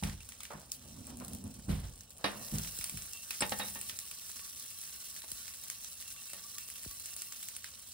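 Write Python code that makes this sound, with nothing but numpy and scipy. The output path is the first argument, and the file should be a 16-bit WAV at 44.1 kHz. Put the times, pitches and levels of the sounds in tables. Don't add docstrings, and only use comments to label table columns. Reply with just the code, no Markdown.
import sys
import numpy as np
from scipy import signal
from scipy.fft import rfft, irfft, next_fast_len
from scipy.io import wavfile
from scipy.ndimage import uniform_filter1d, map_coordinates

SR = 44100
rng = np.random.default_rng(int(sys.argv[2]) if len(sys.argv) > 2 else 0)


def output_pcm(signal):
    pcm = np.clip(np.atleast_2d(signal).T, -1, 1) * 32767
    wavfile.write(sys.argv[1], SR, np.round(pcm).astype(np.int16))


N = 349713


def amp(db):
    return 10 ** (np.asarray(db) / 20)


def unit(x):
    return x / np.sqrt(np.mean(x ** 2) + 1e-20)


def along(points, hz):
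    f, v = np.transpose(points)
    return np.interp(np.log(hz + 1), np.log(f + 1), v)


def curves(rows):
    s, *cols = np.transpose(rows)
    return [np.interp(np.arange(N) / SR, s, c) for c in cols]


def wobble(rate):
    knots = rng.standard_normal(int(N * rate / SR) + 4)
    return map_coordinates(knots, [np.arange(N) * rate / SR])


def filtered(x, response):
    m = next_fast_len(N + SR)
    return irfft(rfft(x, m) * response(np.fft.rfftfreq(m, 1 / SR)), m)[..., :N]


def band(x, hz, width):
    return filtered(x, lambda f: (1j * f * width / (hz * hz - f * f + 1j * f * width)) ** 2)


def ringing(modes):
    def response(f):
        total = 0
        for k, (hz, db, t60) in enumerate(modes):
            width = np.log(1000) / np.pi / t60
            total = total + (-1) ** k * amp(db) * 1j * f * width / (hz * hz - f * f + 1j * f * width)
        return total
    return response


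# frequency in Hz, relative level in dB per Hz.
ROOM_COLOUR = [(12, -55), (20, -13), (80, 2.5), (138, -7), (251, -7), (341, -32), (498, -13), (812, -17.5),
               (1500, -20.5), (1950, -37), (3300, -120)]
ROOM_DB = -66


def kitchen():
    noise = rng.standard_normal(N)
    return amp(ROOM_DB) * unit(filtered(noise, lambda hz: amp(along(ROOM_COLOUR, hz))))


# time in seconds, rumble level in dB.
DRAG_RUMBLE = [(0.0, -73), (0.24, -64.5), (0.47, -65), (0.82, -59.5), (0.98, -52.5), (1.2, -49.5),
               (1.45, -49.5), (1.62, -54.5), (1.77, -52), (2.05, -61.5), (2.29, -70), (2.42, -51.5),
               (2.51, -59), (2.97, -69), (3.4, -73), (3.6, -55.5), (3.89, -61.5), (4.2, -71)]
HARD_DRAG_DB = -51.5
DRONE_DB, DRONE_GROWS = -49.5, 1.95
SCUFF_DB, SCUFF_GROWS = -65, 0.59
DRONE_HZ, DRONE_SINKS_HZ, SINK_FROM_S, SINK_S = 242.7, 214.5, 1.05, 0.55


def dragging():
    seconds = np.arange(N) / SR
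    fade = np.clip((DRAG_RUMBLE[-1][0] - seconds) / 0.35, 0, 1)
    rumble_db, = curves(DRAG_RUMBLE)
    over_db = rumble_db - HARD_DRAG_DB
    slip_db = 2.6 * wobble(22)
    noise = rng.standard_normal((3, N))
    rumble = unit(band(noise[0], 81.0, 114))
    sunk = np.clip((seconds - SINK_FROM_S) / SINK_S, 0, 1)
    drone = unit((1 - sunk) * band(noise[1], DRONE_HZ, 44) + sunk * band(noise[1], DRONE_SINKS_HZ, 43))
    scuff = unit(band(noise[2], 593, 570))
    out = amp(rumble_db + slip_db) * rumble
    out += amp(DRONE_DB + DRONE_GROWS * over_db + 0.79 * slip_db) * drone
    out += amp(SCUFF_DB + SCUFF_GROWS * over_db + slip_db) * scuff
    return fade * out


# start in seconds, relative level in dB, t60 in seconds.
SCRAPES = [(0.503, -34.5, 0.33), (0.959, -55, 0.24), (1.075, -45.5, 0.28), (1.207, -41, 0.3),
           (2.192, -51, 0.94), (2.31, -42, 0.76)]


def scuffs():
    out, t = np.zeros(N + SR), np.arange(SR // 2) / SR
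    for s, db, t60 in SCRAPES:
        level_db = db + 6.5 - 60 * (t / t60) ** 1.18 + 2.1 * wobble(349.5)[:len(t)]
        out[round(s * SR):][:len(t)] += amp(level_db) * rng.standard_normal(len(t))
    return band(out[:N], 590, 456) + 0.64 * band(out[:N], 926, 850)


# start in seconds, relative level in dB, relative level of the upper boom in dB,
# relative level of the rattle in dB, t60 in seconds (the boom's at 150 Hz).
BLOWS = [(0.025, -30.5, -8.5, -19.5, 0.35), (0.539, -56, 5.5, -28, 0.24), (1.683, -26.5, -9.5, -21.5, 0.39),
         (1.828, -34.5, -29, -20, 0.19), (2.524, -34, -5.5, -19.5, 0.39), (2.925, -41, -10, -37, 0.3)]
# frequency in Hz, relative level in dB.
COUNTER_MODES = [(52, -0.5), (85, -0.5), (105, -1.5), (150, 6.5), (198, 5.5), (255, -5.5)]


def bumps():
    out, t = np.zeros(N + SR), np.arange(SR) / SR
    for s, db, upper_db, rattle_db, t60 in BLOWS:
        boom = 0
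        for hz, level in COUNTER_MODES:
            start_db = level + rng.normal(0, 0.28) + (upper_db + 5.0) * (hz > 120)
            envelope = amp(start_db - 60 * t / t60 * (hz / 150) ** 0.47) * (1 - np.exp(-t * hz / 0.79))
            drift = np.cumsum(rng.normal(0, 0.034, SR))
            boom = boom + envelope * np.sin(2 * np.pi * hz * t + drift)
        noise = rng.standard_normal(SR)
        shake = uniform_filter1d(noise, size=9) - uniform_filter1d(noise, size=80) + 1.02 * noise
        shake *= amp(2.1 * wobble(65)[:SR]) * amp(-60 * t / t60) * (1 - np.exp(-t / 0.025))
        out[round(s * SR):][:SR] += amp(db - 1.5) * (boom + amp(rattle_db + 12.5) * shake)
    return out[:N]


# start in seconds, level in dB.
STAND_TAPS = [(2.787, -48), (5.318, -52.5), (6.86, -43)]


def taps():
    out, t = np.zeros(N + SR), np.arange(SR // 10) / SR
    sweep = np.sin(2 * np.pi * 1.525 * np.log(1 + t / 0.0014))
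    sweep *= (1 - np.exp(-t / 0.0011)) * np.exp(-(t / 0.043) ** 2)
    for s, db in STAND_TAPS:
        out[round(s * SR):][:len(t)] += amp(db) * sweep
    return out[:N]


# frequency in Hz, relative level in dB, t60 in seconds.
GLASS_MODES = [(5200, 2, 0.039), (7540, 4.5, 0.042), (8070, 2, 0.093), (9340, 6, 0.098)]
TINK_S, TINK_DB = 3.4068, -32


def tink():
    t = np.clip(np.arange(N) / SR - TINK_S, 0, 1)
    return sum(amp(TINK_DB + db - 60 * t / t60) * np.sin(2 * np.pi * hz * t) for hz, db, t60 in GLASS_MODES)


# start in seconds, relative level in dB, relative brightness in dB,
# t60 of the rattle in seconds (twice this caps the ring's), relative level of the ring in dB.
CONTACTS = [(0.026, -24.5, -56, 0.21, -6.5), (2.242, -19, -8.5, 0.23, -1), (3.4085, -29, -2, 0.026, -27),
            (3.42, -17, -10, 0.13, -5), (3.521, -16.5, -13.5, 0.064, -8.5), (3.596, -23.5, -12, 0.22, -2),
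            (3.756, -33, -13, 0.15, -0.5), (5.239, -38.5, -15, 0.085, -20), (6.333, -43, -17, 0.35, 3.5)]
# frequency in Hz, relative level in dB, longest t60 in seconds.
PAN = [(199, -1, .3), (576, -2, .09), (850, -3, .08), (1130, -2, .14), (1280, -5, .08), (1835, 3, .13),
       (2078, -6, .09), (2735, -2, .12), (3275, -4, .13), (3800, -2, .14), (680, -5, .08), (2880, -4, .1),
       (4300, -8, .08), (4950, -9, .08)]
THUD_HZ, THUD_DB, THUD_T60 = 816, 7.5, 0.032


def clanks():
    out, t = np.zeros(N + SR), np.arange(SR // 2) / SR
    for s, db, bright_db, t60, ring_db in CONTACTS:
        ring = 0
        for hz, level, life in PAN:
            start_db = level + rng.normal(0, 1.6) + (bright_db + 14) * hz / 6000
            drift = np.cumsum(rng.normal(0, .021, len(t)))
            decay_db = -60 * t / np.minimum(life, 2.0 * t60)
            ring = ring + amp(start_db + decay_db) * np.sin(2 * np.pi * hz * t + drift)
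        noise = rng.standard_normal(len(t))
        dull = uniform_filter1d(noise, size=14) - uniform_filter1d(noise, size=90)
        rattle = 0.88 * dull + amp(bright_db + 19.0) * uniform_filter1d(noise, size=6)
        rattle *= amp(-60 * t / t60) + 0.39 * amp(-60 * t / 0.015)
        crack = 3 * noise * amp(bright_db - 60 * t / 0.033)
        thud = amp(THUD_DB - 60 * t / THUD_T60) * np.sin(2 * np.pi * THUD_HZ * rng.normal(1, 0.072) * t)
        contact = amp(ring_db) * ring + 1.44 * rattle + crack + thud
        out[round(s * SR):][:len(t)] += amp(db - 16.5) * contact * (1 - np.exp(-t / 0.00065))
    return out[:N]


# time of the peak in seconds, frequency in Hz,
# relative level in dB, rise in seconds.
TONE_SWELLS = [(0.21, 2740, -56, .008), (0.731, 4650, -55, 0.014), (2.391, 2730, -60, .05),
               (2.42, 574, -60.5, 0.087), (2.42, 1854, -64, .06), (2.35, 201.4, -53, 0.058),
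               (3.159, 2735, -55, 0.044), (3.624, 3790, -45, .022), (4.03, 1140, -64, .03),
               (4.42, 1140, -64, .04), (0.54, 612, -55, 0.024), (5.471, 1130, -67, 0.025),
               (6.07, 2740, -58, .03), (6.178, 2740, -54, 0.015), (6.299, 2720, -58.5, .03),
               (6.169, 1140, -67, 0.0395), (6.358, 1140, -65, 0.044), (6.453, 1153, -58.5, 0.026),
               (6.56, 1140, -61, 0.026), (6.61, 2715, -57, 0.036), (7.118, 2740, -63, 0.038),
               (7.239, 2760, -61, .05), (7.141, 1144, -66.5, 0.073), (7.32, 1140, -73, 0.04)]


def swells():
    out, t = np.zeros(N + SR), np.arange(SR // 2) / SR
    for s, hz, db, rise in TONE_SWELLS:
        u = t / rise
        drift = np.cumsum(rng.normal(0, 0.04, len(t)))
        tone = np.sin(2 * np.pi * hz * t + drift) * amp(3 * wobble(70)[:len(t)] - 2)
        out[round((s - rise) * SR):][:len(t)] += np.sqrt(2) * amp(db) * (u * np.exp(1 - u)) ** 2 * tone
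    return out[:N]


# time in seconds, level in dB.
BOILING = [(0.0, -56.5), (0.09, -57), (0.66, -60), (0.9, -57), (1.19, -60), (2.21, -62), (2.3, -55),
           (2.43, -49), (2.74, -48), (3.18, -51), (3.36, -49.5), (3.56, -48), (3.77, -47.5), (4.13, -51),
           (4.46, -50), (6.47, -51.5), (6.78, -50), (7.42, -49.5), (7.66, -56), (7.93, -52)]
FULL_BOIL_DB = -49.5


def boil():
    return curves(BOILING)[0] - FULL_BOIL_DB


def bubbles(count, spread_db, low_hz, high_hz, cycles):
    when, pitch, size = rng.random((count, 3)).T
    hz = low_hz * (high_hz / low_hz) ** pitch
    t = np.arange(64) / SR
    grain = np.sin(2 * np.pi * hz[:, None] * t) * np.exp(-t * hz[:, None] / cycles)
    grain *= amp(-spread_db * np.log(size + 4e-3))[:, None]
    at = (when * N).astype(int)[:, None] + np.arange(len(t))
    return unit(np.bincount(at.ravel(), grain.ravel(), N + len(t))[:N])


def patchy(x, patchy_db):
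    z = signal.stft(x, nperseg=512)[2]
    field = uniform_filter1d(rng.standard_normal(z.shape), size=2, axis=0)
    field = uniform_filter1d(field, size=9, axis=1)
    return signal.istft(z * amp(patchy_db * unit(field)), nperseg=512)[1][:N]


# frequency in Hz, relative gain in dB.
FIZZ_COLOUR = [(1500, -25.5), (3000, 2.5), (5000, -15.5), (7000, -0.5), (8500, 1.5), (11000, -2.5),
               (13000, -10), (16000, 5)]
SPRAY_COLOUR = [(6000, -33), (10000, -5), (13000, 0), (16000, -3)]
SIMMER_COLOUR = [(300, -0.5), (800, -5.5), (1500, 2.5), (3000, -1), (3600, 6.5), (4000, 11), (4500, 10.5),
                 (5050, 11), (5350, 10.5), (5700, 17.5), (6200, 12.5), (8000, 9.5), (14000, -49)]
# mode (Hz, relative dB, t60 in seconds),
# level in dB at a full boil, growth in dB per dB of boiling.
SINGING_MODES = [(PAN[3], -72.5, 0.63), (PAN[7], -67.5, 1.1), (PAN[5], -77.5, 1)]
FIZZ_DB, FIZZ_GROWS = -52.5, 0.5
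SPRAY_DB, SPRAY_GROWS = -45.5, 1.85
SIMMER_DB, SIMMER_GROWS = -51.5, 1


def frying():
    boil_db = boil()
    clump_db = 0.55 * wobble(14) + 1.2 * wobble(60)
    fine = bubbles(count=30000, spread_db=5.0, low_hz=5600, high_hz=15900, cycles=0.3)
    fine += rng.standard_normal(N)
    coarse = 0.82 * bubbles(count=16000, spread_db=5.5, low_hz=1210, high_hz=6140, cycles=0.38)
    coarse += 1.77 * rng.standard_normal(N) + 0.37 * fine
    fizz = filtered(patchy(fine, patchy_db=4.0), lambda hz: amp(along(FIZZ_COLOUR, hz)))
    spray = filtered(fine, lambda hz: amp(along(SPRAY_COLOUR, hz)))
    simmer = filtered(patchy(coarse, patchy_db=2.1), lambda hz: amp(along(SIMMER_COLOUR, hz)))
    simmer_clump_db = 1.75 * clump_db + 0.75 * wobble(120)
    out = amp(FIZZ_DB + FIZZ_GROWS * boil_db) * unit(amp(clump_db) * fizz)
    out += amp(SPRAY_DB + SPRAY_GROWS * boil_db) * unit(amp(clump_db) * spray)
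    out += amp(SIMMER_DB + SIMMER_GROWS * boil_db) * unit(amp(simmer_clump_db) * simmer)
    for mode, db, grows in SINGING_MODES:
        push = amp(2.2 * wobble(30)) * rng.standard_normal(N)
        out += amp(db + grows * boil_db) * unit(filtered(push, ringing([mode])))
    return out


SMALL_DB, SMALL_GROWS, SMALL_SPREAD, SMALL_BODY_DB = -37.5, 0.39, 1, -26


def small_spits(count):
    when, size, full = rng.random((count, 3)).T
    db = SMALL_DB + SMALL_GROWS * boil()[(when * N).astype(int)] - SMALL_SPREAD * np.log(size + .12)
    return list(zip(when * N / SR, db - 8 * full ** 3, SMALL_BODY_DB + 16 * full ** 3))


# start in seconds, level in dB, relative level of the low body in dB.
SINGLE_SPITS = [(0.0356, -24, -3.5), (0.096, -41, 7.5), (0.205, -40, -0.5), (0.2894, -28.5, -13),
                (0.321, -38.5, -1), (0.405, -31, -3.5), (0.4332, -27.5, -10), (0.452, -34, -2),
                (0.7183, -18, -51), (1.069, -30, -24), (1.1712, -33, -29), (1.2, -33.5, -12.5),
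                (1.2478, -27.5, -33), (1.2808, -27.5, -40), (1.333, -28, -32), (1.3485, -29, -21),
                (1.4398, -33, -40), (2.0076, -32.5, -20), (2.1053, -32.5, -26), (2.1818, -36, -34),
                (2.584, -19.5, -23), (2.6472, -34.5, -3.5), (2.6736, -34, -5), (2.7881, -21.5, -24),
                (2.8114, -31.5, -0.5), (2.8416, -17.5, -13.5), (2.8958, -21, -16), (2.9725, -26, -10),
                (3.0207, -27.5, -16), (3.1333, -25, -29), (3.182, -37.5, -15), (3.307, -21.5, -3.5),
                (3.3468, -44, -36), (3.4943, -23, -29), (3.589, -22, -25), (3.6836, -24.5, -14),
                (3.733, -37, -35), (3.749, -27, -27), (3.79, -32, -25), (3.813, -23.5, -16),
                (3.8955, -31, 1.5), (3.9889, -21, -22), (4.064, -34, -13), (4.113, -28.5, -7.5),
                (4.3156, -27.5, -21), (4.368, -34, -12), (4.3939, -41.5, -0.5), (4.4618, -34, -19),
                (4.7092, -34, -13), (4.814, -26, -23), (4.8364, -35.5, -5), (4.8953, -35.5, -7.5),
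                (5.1632, -34, -6), (5.2191, -40.5, 0), (5.3169, -20, -33), (5.4796, -30.5, -6),
                (5.5368, -36.5, -10), (5.6301, -39, -16), (5.6998, -20.5, -15.5), (5.8455, -27.5, -14.5),
                (6.011, -29, -21), (6.0242, -30, -10.5), (6.1031, -30, -18), (6.125, -29, -26),
                (6.1629, -43, 1), (6.3, -31.5, -12), (6.333, -26, -10.5), (6.5832, -22, -12.5),
                (6.7007, -26.5, -17), (6.7576, -33.5, -9.5), (6.8329, -32, -14), (6.9985, -31, -26),
                (7.0584, -25.5, -15.5), (7.1427, -39, -26), (7.1644, -25, -16), (7.22, -23, -16),
                (7.3223, -29.5, -7), (7.4295, -24, -15), (7.4859, -23.5, -14), (7.5647, -23.5, -14),
                (7.643, -27.5, -4)]
SNAP_HZ, SNAP_SCATTER, THIN_HZ = 9110, 0.14, 14300


def spits():
    out, t = np.zeros(N + SR), np.arange(SR // 20) / SR
    from_snap = t - .0009
    for s, db, body_db in list(SINGLE_SPITS) + small_spits(count=420):
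        a, b = rng.standard_normal((2, len(t)))
        hz = SNAP_HZ * np.exp(SNAP_SCATTER * rng.standard_normal())
        snap = 1.27 * np.cos(2 * np.pi * hz * from_snap)
        snap += 0.5 * rng.random() * np.cos(2 * np.pi * THIN_HZ * from_snap)
        snap *= np.exp(-(np.abs(from_snap) / 0.00013) ** 1.44)
        spray = np.diff(a, prepend=0)
        spray *= amp(-14.0 - 60 * np.abs(from_snap) / 0.0096) + amp(-22.5 - 60 * t / 0.25)
        body = 1.01 * (uniform_filter1d(b, size=3) - uniform_filter1d(b, size=24))
        body *= amp(-60 * np.abs(t - .0012) / 0.0089) + amp(-14.0 - 60 * t / 0.45)
        pop = 0.78 * np.sin(2 * np.pi * hz * 0.25 * t) * amp(-60 * np.abs(from_snap) / 0.0024)
        out[round(s * SR):][:len(t)] += amp(db) * (snap + spray + amp(body_db) * (body + pop))
    return out[:N]


# frequency in Hz, t60 in seconds.
WALL_DECAY = [(150, .4), (1000, .25), (3000, .13), (12000, .06)]


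def walls(x):
    hz, t, z = signal.stft(rng.standard_normal((2, SR // 2)), SR, nperseg=256)
    tail = signal.istft(z * amp(-60 * t / along(WALL_DECAY, hz)[:, None]), SR, nperseg=256)[1]
    tail /= np.linalg.norm(tail[0])
    late = np.pad(x, (130, 0))
    return signal.fftconvolve(late[None], tail, axes=1)[:, :N]


# frequency in Hz, left-right likeness from 0 to 1.
LIKENESS = [(120, 0.97), (400, 0.65), (1000, 0.33), (2800, 0.3), (4500, 0.86), (6500, 0.55), (8500, 1),
            (10500, 0.57), (12500, 1), (15000, 0.69)]


def spread(x):
    def split(hz):
        turn = np.arccos(np.clip(along(LIKENESS, hz), 0, 1)) / 2
        return np.array([np.cos(turn), np.sin(turn)])
    mid, side = filtered(x, split)
    z = signal.stft(side, nperseg=192)[2]
    scattered = signal.istft(z * np.exp(2j * np.pi * rng.random(z.shape)), nperseg=192)[1][:N]
    scattered = scattered * np.linalg.norm(side) / np.linalg.norm(scattered)
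    return np.array([mid + scattered, mid - scattered])


# frequency in Hz, lead of the left port in radians.
LEFT_LEAD = [(100, 0), (2200, 0), (4400, -1.1), (4900, -.6), (5500, 2.3), (6400, 3), (8400, 6.2),
             (9300, 6.4), (12000, 9.2), (12900, 9.5), (16000, 12.5)]
# frequency in Hz, left minus right in dB.
LEFT_TILT = [(100, -1.5), (1500, -1.5), (3200, -0.5), (4000, -7), (5700, -5.5), (7200, 0.5), (16000, 0)]


def ports(pair):
    def response(hz):
        difference = 1j * along(LEFT_LEAD, hz) + np.log(amp(along(LEFT_TILT, hz)))
        return np.exp(np.outer([.5, -.5], difference))
    return filtered(pair, response)


def scene():
    metal = clanks() + tink()
    low = bumps() + dragging() + scuffs()
    spit = spits()
    direct = frying() + kitchen() + spit + metal + low + taps()
    near = ports(spread(direct) + swells())
    return near + amp(-10.0) * walls(metal) + amp(-30) * walls(low) + amp(-12) * walls(spit)


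# frequency in Hz, gain in dB.
TONE_COLOUR = [(20, -18), (48, -1.5), (11600, -1), (12500, -4.5), (13400, -1.5), (15750, -4), (15950, -42)]
TOP_HZ = 16900


def record(dry):
    return filtered(dry, lambda hz: amp(along(TONE_COLOUR, hz)) * (hz < TOP_HZ))


dry = scene()
out = record(dry)
output_pcm(out)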